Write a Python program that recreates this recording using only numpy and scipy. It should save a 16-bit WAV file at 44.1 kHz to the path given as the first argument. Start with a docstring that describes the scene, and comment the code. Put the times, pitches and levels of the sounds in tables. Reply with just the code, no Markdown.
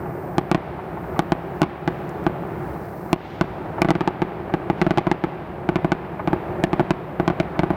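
"""A low rumble and a far pop come first, then firework salutes in an irregular string, heard from open
ground at night. Each burst sends an N-shaped shock wave to the microphone, then reflections from the
ground and things nearby, and a long scattered tail. Echoes roll in from afar, distant trees throw back a
hiss, sparks fizz and snap. The camera's gain control ducks at the loud bangs, so rumble and hiss sink
and swell back."""
import sys
import numpy as np
from scipy import signal
from scipy.fft import rfft, irfft, next_fast_len
from scipy.io import wavfile

SR = 44100
rng = np.random.default_rng(int(sys.argv[2]) if len(sys.argv) > 2 else 0)


def int16_out(signal):
    """Quantize to a 16-bit WAV file."""
    q = np.round(np.clip(np.atleast_2d(signal).T, -1, 1) * 32767)
    wavfile.write(sys.argv[1], SR, q.astype(np.int16))


N = 342216
TIME = np.arange(N) / SR


def from_db(db):
    """Decibels to gain."""
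    return 10 ** (np.asarray(db) / 20)


def rms_one(x):
    """Scale to unit rms."""
    return x / np.sqrt(np.mean(x ** 2) + 1e-20)


def level_curve(rows):
    """Gain over time from rows of t/s, level/dB."""
    return from_db(np.interp(TIME, *np.transpose(rows)))


def cut(x, hz, kind="low", order=2):
    """Butterworth low- or high-pass."""
    sections = signal.butter(order, np.clip(hz, 10, .45 * SR), kind, fs=SR, output="sos")
    return signal.sosfilt(sections, x + 1e-18)


def smooth(x, seconds):
    """One-pole lag."""
    r = np.exp(-1 / (seconds * SR))
    return signal.lfilter([1 - r], [1, -r], x)


def coloured(x, colour):
    """Shape a white signal by rows of f/Hz, level/dB; rms 1."""
    hz, db = np.transpose(colour)
    size = next_fast_len(len(x))
    bins_hz = np.maximum(np.fft.rfftfreq(size, 1 / SR), 1)
    gain = from_db(np.interp(np.log(bins_hz), np.log(hz), db))
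    return rms_one(irfft(rfft(x, size) * gain, size)[:len(x)])


def resonance(x, hz, width_hz):
    """Two-pole band-pass, gain 1 at its peak."""
    r = np.exp(-np.pi * width_hz / SR)
    feedback = [1, -2 * r * np.cos(2 * np.pi * hz / SR), r * r]
    return signal.lfilter(np.array([1, 0, -1]) * (1 - r * r) / 2, feedback, x)


def grains(per_s, spread_db):
    """Random clicks of uneven size; rms 1."""
    sizes = from_db(spread_db * np.minimum(rng.exponential(1, N), 4)) * rng.choice([-1, 1], N)
    return rms_one(sizes * (rng.random(N) < per_s / SR))


# Rumble in the distance, beneath the rolls: t/s, level/dB
RUMBLE_LEVEL = [(0, -30), (1.15, -33.5), (1.5, -27), (2.2, -28.5), (2.9, -40), (3.4, -22), (4.2, -21.5),
                (5.4, -27.5), (6.1, -24.5), (7.76, -22.5)]
# Spectrum of rumble and rolls from far across the ground: f/Hz, relative level/dB
ROLL_SPECTRUM = [(25, -34), (60, -3), (110, -2), (165, 4), (250, -8.5), (350, 1), (480, -8), (800, -7),
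                 (1000, -12.5), (1600, -18), (2300, -27), (3500, -47.5), (6000, -55)]
def rolling_echoes():
    """Far bangs and the salutes' slow echoes overlap into a lumpy rumble."""
    arrivals = grains(per_s=620, spread_db=2.5) + from_db(3) * rng.standard_normal(N)
    rolls = from_db(-26) * echo_level(build_s=0.013, t60=4.1, db_share=0.65)
    return np.hypot(rolls, level_curve(RUMBLE_LEVEL)) * coloured(arrivals, ROLL_SPECTRUM)


# Small shells far from the microphone: t/s, relative level/dB
FAR_SHELLS = [(0.056, -17.5), (0.79, -10), (0.827, -23), (0.972, -16), (1.161, -16), (3.251, -9.5),
              (3.782, -7), (4.163, -10), (4.494, -6), (6.194, -2), (7.555, -6.5)]
def far_pops(gain_db=-11, length_ms=0.87, front_hz=1700, scatter_db=10, air_hz=2800):
    """Small shells give short dull pops, blurred by distance."""
    bursts = [(s, db + gain_db, length_ms, front_hz, scatter_db) for s, db in FAR_SHELLS]
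    return cut(shocks(bursts, scatter_t60=0.038), air_hz, order=4)


def n_wave(length_ms, front_hz, spike=1.06, spike_ms=0.3, rear_ms=0.4):
    """A sharp front shock, a ramp through zero into suction, and a softer rear shock; polarity inverted."""
    ms = np.arange(4096) * 1000 / SR
    ramp = 1 + spike * np.exp(-ms / spike_ms) - 2.4 * ms / length_ms
    rear_shock = np.clip((length_ms - ms) / rear_ms + .5, 0, 1)
    return -cut(ramp * rear_shock, front_hz)


# Paths off the ground and things near the microphone: delay/ms, gain, lowest f/Hz, highest f/Hz
NEAR_PATHS = [(1.279, 0.74, 384, 2400), (3.37, 0.74, 430, 1340), (5.821, 0.88, 16, 1400),
              (6.718, 0.42, 32, 2200), (12.06, 0.32, 51, 2700), (30.7, 0.27, 20, 960),
              (41.5, 0.083, 30, 120)]
def reflected(wave, stray_ms=0.077, uneven_db=0.25):
    """Add the near reflections; every shell bursts somewhere else, so their paths differ a little."""
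    ms = 1000 * TIME[:len(wave)]
    out = wave
    for delay_ms, gain, low_hz, high_hz in NEAR_PATHS:
        echo = cut(cut(wave, high_hz, order=1), low_hz, "high", order=1)
        late, loud = rng.standard_normal(2)
        delayed = np.interp(ms - delay_ms - stray_ms * late, ms, echo, left=0)
        out = out + gain * from_db(uneven_db * loud) * delayed
    return out


def shocks(bursts, scatter_t60, low_hz=900, high_hz=2600):
    """Each burst arrives as an N-wave, its reflections and a short midrange blur of scattered sound."""
    out = np.zeros(N + SR)
    for s, db, length_ms, front_hz, scatter_db in bursts:
        wave = reflected(n_wave(length_ms, front_hz))
        blur = rng.standard_normal(len(wave)) * from_db(-60 * TIME[:len(wave)] / scatter_t60)
        blur = cut(blur / np.linalg.norm(blur), high_hz, order=4)
        blur = cut(blur, low_hz, "high")
        scattered = from_db(scatter_db) * signal.fftconvolve(wave, blur)[:len(wave)]
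        start = round(s * SR)
        out[start:start + len(wave)] += from_db(db) * (wave + scattered)
    return out[:N]


# Salutes over the open ground, near the microphone: t/s, relative level/dB, front sharpness f/Hz
NEAR_SHELLS = [(0.3823, -4, 3140), (0.515, 0.5, 3950), (0.547, 1.5, 3440), (1.1924, -4, 4660),
               (1.3208, 0, 2780), (1.6178, 6, 2730), (1.631, 5, 3660), (1.877, 1, 3530), (2.266, -3, 2330),
               (3.1302, 5.5, 4400), (3.4115, 4.5, 3600), (3.8187, 5, 5600), (3.8474, 6, 1890),
               (3.8871, 5, 2780), (3.9056, 8.5, 5000), (3.912, 3.5, 2460), (3.9532, 7, 2760),
               (4.008, 8, 3120), (4.0762, 9, 3860), (4.2193, 8, 2600), (4.5393, 3, 2380),
               (4.7001, 3.5, 2000), (4.8156, 4, 4200), (4.8207, 2, 2600), (4.8661, 7, 1800),
               (4.9078, 7.5, 3680), (4.9747, 7.5, 3570), (4.9832, 9.5, 4100), (5.069, 10, 2020),
               (5.1149, 12.5, 3600), (5.2393, 10.5, 2300), (5.6899, 4, 2250), (5.7577, 4.5, 3300),
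               (5.8463, 5, 1650), (5.9196, 7.5, 3680), (6.2752, 0, 2530), (6.3314, 1.8, 1650),
               (6.6387, 0.5, 4630), (6.7316, 0, 2860), (6.796, 2.2, 2050), (6.804, 3.5, 1510),
               (6.907, 5.5, 3900), (7.1991, 2, 1900), (7.2785, 4, 3400), (7.3009, 2.5, 2060),
               (7.4007, 3.5, 4020), (7.5925, 2.5, 3600), (7.634, 3, 1700), (7.7043, 3.5, 1430)]
def salutes(typical_ms=2.61, spread=0.048, scatter_db_per_octave=10.5):
    """Shells of much the same size burst with a hard crack, their N-waves nearly equal in length."""
    s, db, front_hz = np.transpose(NEAR_SHELLS)
    length_ms = typical_ms * np.exp(spread * rng.standard_normal(len(s)))
    # sharper fronts scatter more from things close by
    scatter_db = -6 + scatter_db_per_octave * np.log2(front_hz / 3000)
    return shocks(zip(s, db, length_ms, front_hz, scatter_db), scatter_t60=0.014)


def echo_level(build_s, t60, db_share=1):
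    """Gain of echoes that build up after each salute and die away; overlapping ones add in power."""
    power = np.zeros(N)
    for s, db, _ in NEAR_SHELLS:
        power[round(s * SR)] += from_db(db_share * db) ** 2
    swell = from_db(-60 * TIME / t60) ** 2 * (1 - np.exp(-TIME / build_s))
    return np.sqrt(np.abs(signal.fftconvolve(power, swell)[:N]))


# Spectrum returned by the terrain all around: f/Hz, relative level/dB
TERRAIN_SPECTRUM = [(30, -2), (160, 11.5), (350, 9), (800, 10), (1500, 3.5), (2400, -0.5), (3500, -11),
                    (5000, -23), (7000, -42), (12000, -52)]
def terrain_tail():
    """Countless weak echoes from the terrain build up after each salute and die away as one wash."""
    level = from_db(-29) * echo_level(build_s=0.0017, t60=1.53)
    return level * coloured(rng.standard_normal(N), TERRAIN_SPECTRUM)


# Echoes from distant trees: t/s, level/dB
TREE_RETURNS = [(0.55, -44), (1.882, -43), (3.15, -29), (3.9, -45), (4.75, -29), (6.702, -42.5)]
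# Their bright spectrum at the microphone: f/Hz, relative level/dB
TREE_SPECTRUM = [(800, -17), (2000, 3), (3500, -4), (5200, -15), (7000, -24), (12000, -44.5)]
def tree_echoes(build_s=0.083, t60=1.67):
    """Foliage returns some of the hard cracks as a crackling hiss that swells and fades."""
    level = 0
    for s, db in TREE_RETURNS:
        age = np.maximum(TIME - s, 0)
        level = level + from_db(db - 60 * age / t60) * (1 - np.exp(-age / build_s))
    return level * coloured(grains(per_s=2200, spread_db=-1), TREE_SPECTRUM)


# Sparks burning in the air, heard from the ground: t/s, level/dB
FIZZ_LEVEL = [(0, -79), (1.95, -47), (2.35, -62), (2.7, -55.5), (3.0, -55), (3.3, -56), (7.76, -73)]
# Spectrum of their fizz: f/Hz, relative level/dB
FIZZ_SPECTRUM = [(1000, -27), (4000, 0.5), (8000, -6.5), (12000, -5), (16000, 7)]
# Single sparks that snap: t/s, relative level/dB
SPARK_SNAPS = [(2.092, -32), (2.24, -42)]
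def sparks(snap_t60=0.023):
    """Burning stars fizz in tiny dense crackles; a few snap on their own."""
    fizz = level_curve(FIZZ_LEVEL) * coloured(grains(per_s=1900, spread_db=2.5), FIZZ_SPECTRUM)
    snap_level = sum((TIME > s) * from_db(db - 60 * np.abs(TIME - s) / snap_t60) for s, db in SPARK_SNAPS)
    snaps = resonance(snap_level * rng.standard_normal(N) + 1e-18, hz=6000, width_hz=4500)
    return fizz + snaps


def scene():
    """Everything that reaches one microphone on open ground."""
    return (rolling_echoes() + far_pops() + salutes() + terrain_tail() + tree_echoes() + sparks())[None]


def gain_control(x, ceiling_db=-13, release_db_per_s=21):
    """The gain drops when the power passes the ceiling, too late for the front shock, and creeps back."""
    power_db = 10 * np.log10(smooth(x ** 2, seconds=.003) + 1e-12)
    over_db = np.maximum(power_db - ceiling_db, 0)
    release_db = release_db_per_s * TIME
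    duck_db = np.maximum.accumulate(over_db + release_db) - release_db
    return x * from_db(-smooth(duck_db, seconds=.0008))


# Whine of the camera's electronics, behind the microphone: f/Hz, level/dB going into the gain control
WHINE_TONES = [(13184, -68.8), (14985, -63.1)]
# Spectrum of the camera's hiss: f/Hz, relative level/dB
HISS_SPECTRUM = [(100, 6), (5000, -3.5), (7000, -9), (9000, -3), (15300, -7), (16200, -17)]
def record(dry, hiss_db=-64.5, floor_db=-74, whine_leak_db=-20, grit_db=-44, top_hz=16000):
    """The camera's microphone colours the sound; its electronics hiss, whine, duck and overload."""
    mic = cut(dry[0], 32, "high", order=3)
    mic = mic + 0.35 * resonance(mic, hz=684, width_hz=370) + 0.44 * resonance(mic, hz=364, width_hz=30)
    whine = sum(np.sqrt(2) * from_db(db) * np.sin(2 * np.pi * hz * TIME) for hz, db in WHINE_TONES)
    hiss = coloured(rng.standard_normal(N), HISS_SPECTRUM)
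    levelled = gain_control(mic + from_db(hiss_db) * hiss + whine)
    # a little hiss and whine escape the ducking
    levelled = levelled + from_db(floor_db) * hiss + from_db(whine_leak_db) * whine
    # a faint treble grit rides on the loudest swings
    swing = np.minimum(4 * levelled ** 2, 1)
    grit = cut(swing * rng.standard_normal(N), 7000, "high")
    clipped = np.clip(levelled + from_db(grit_db) * grit, -.71, .62)
    top_cut = signal.ellip(10, .1, 90, top_hz, fs=SR, output="sos")
    return signal.sosfilt(top_cut, clipped)[None]


dry = scene()
out = record(dry)
int16_out(out)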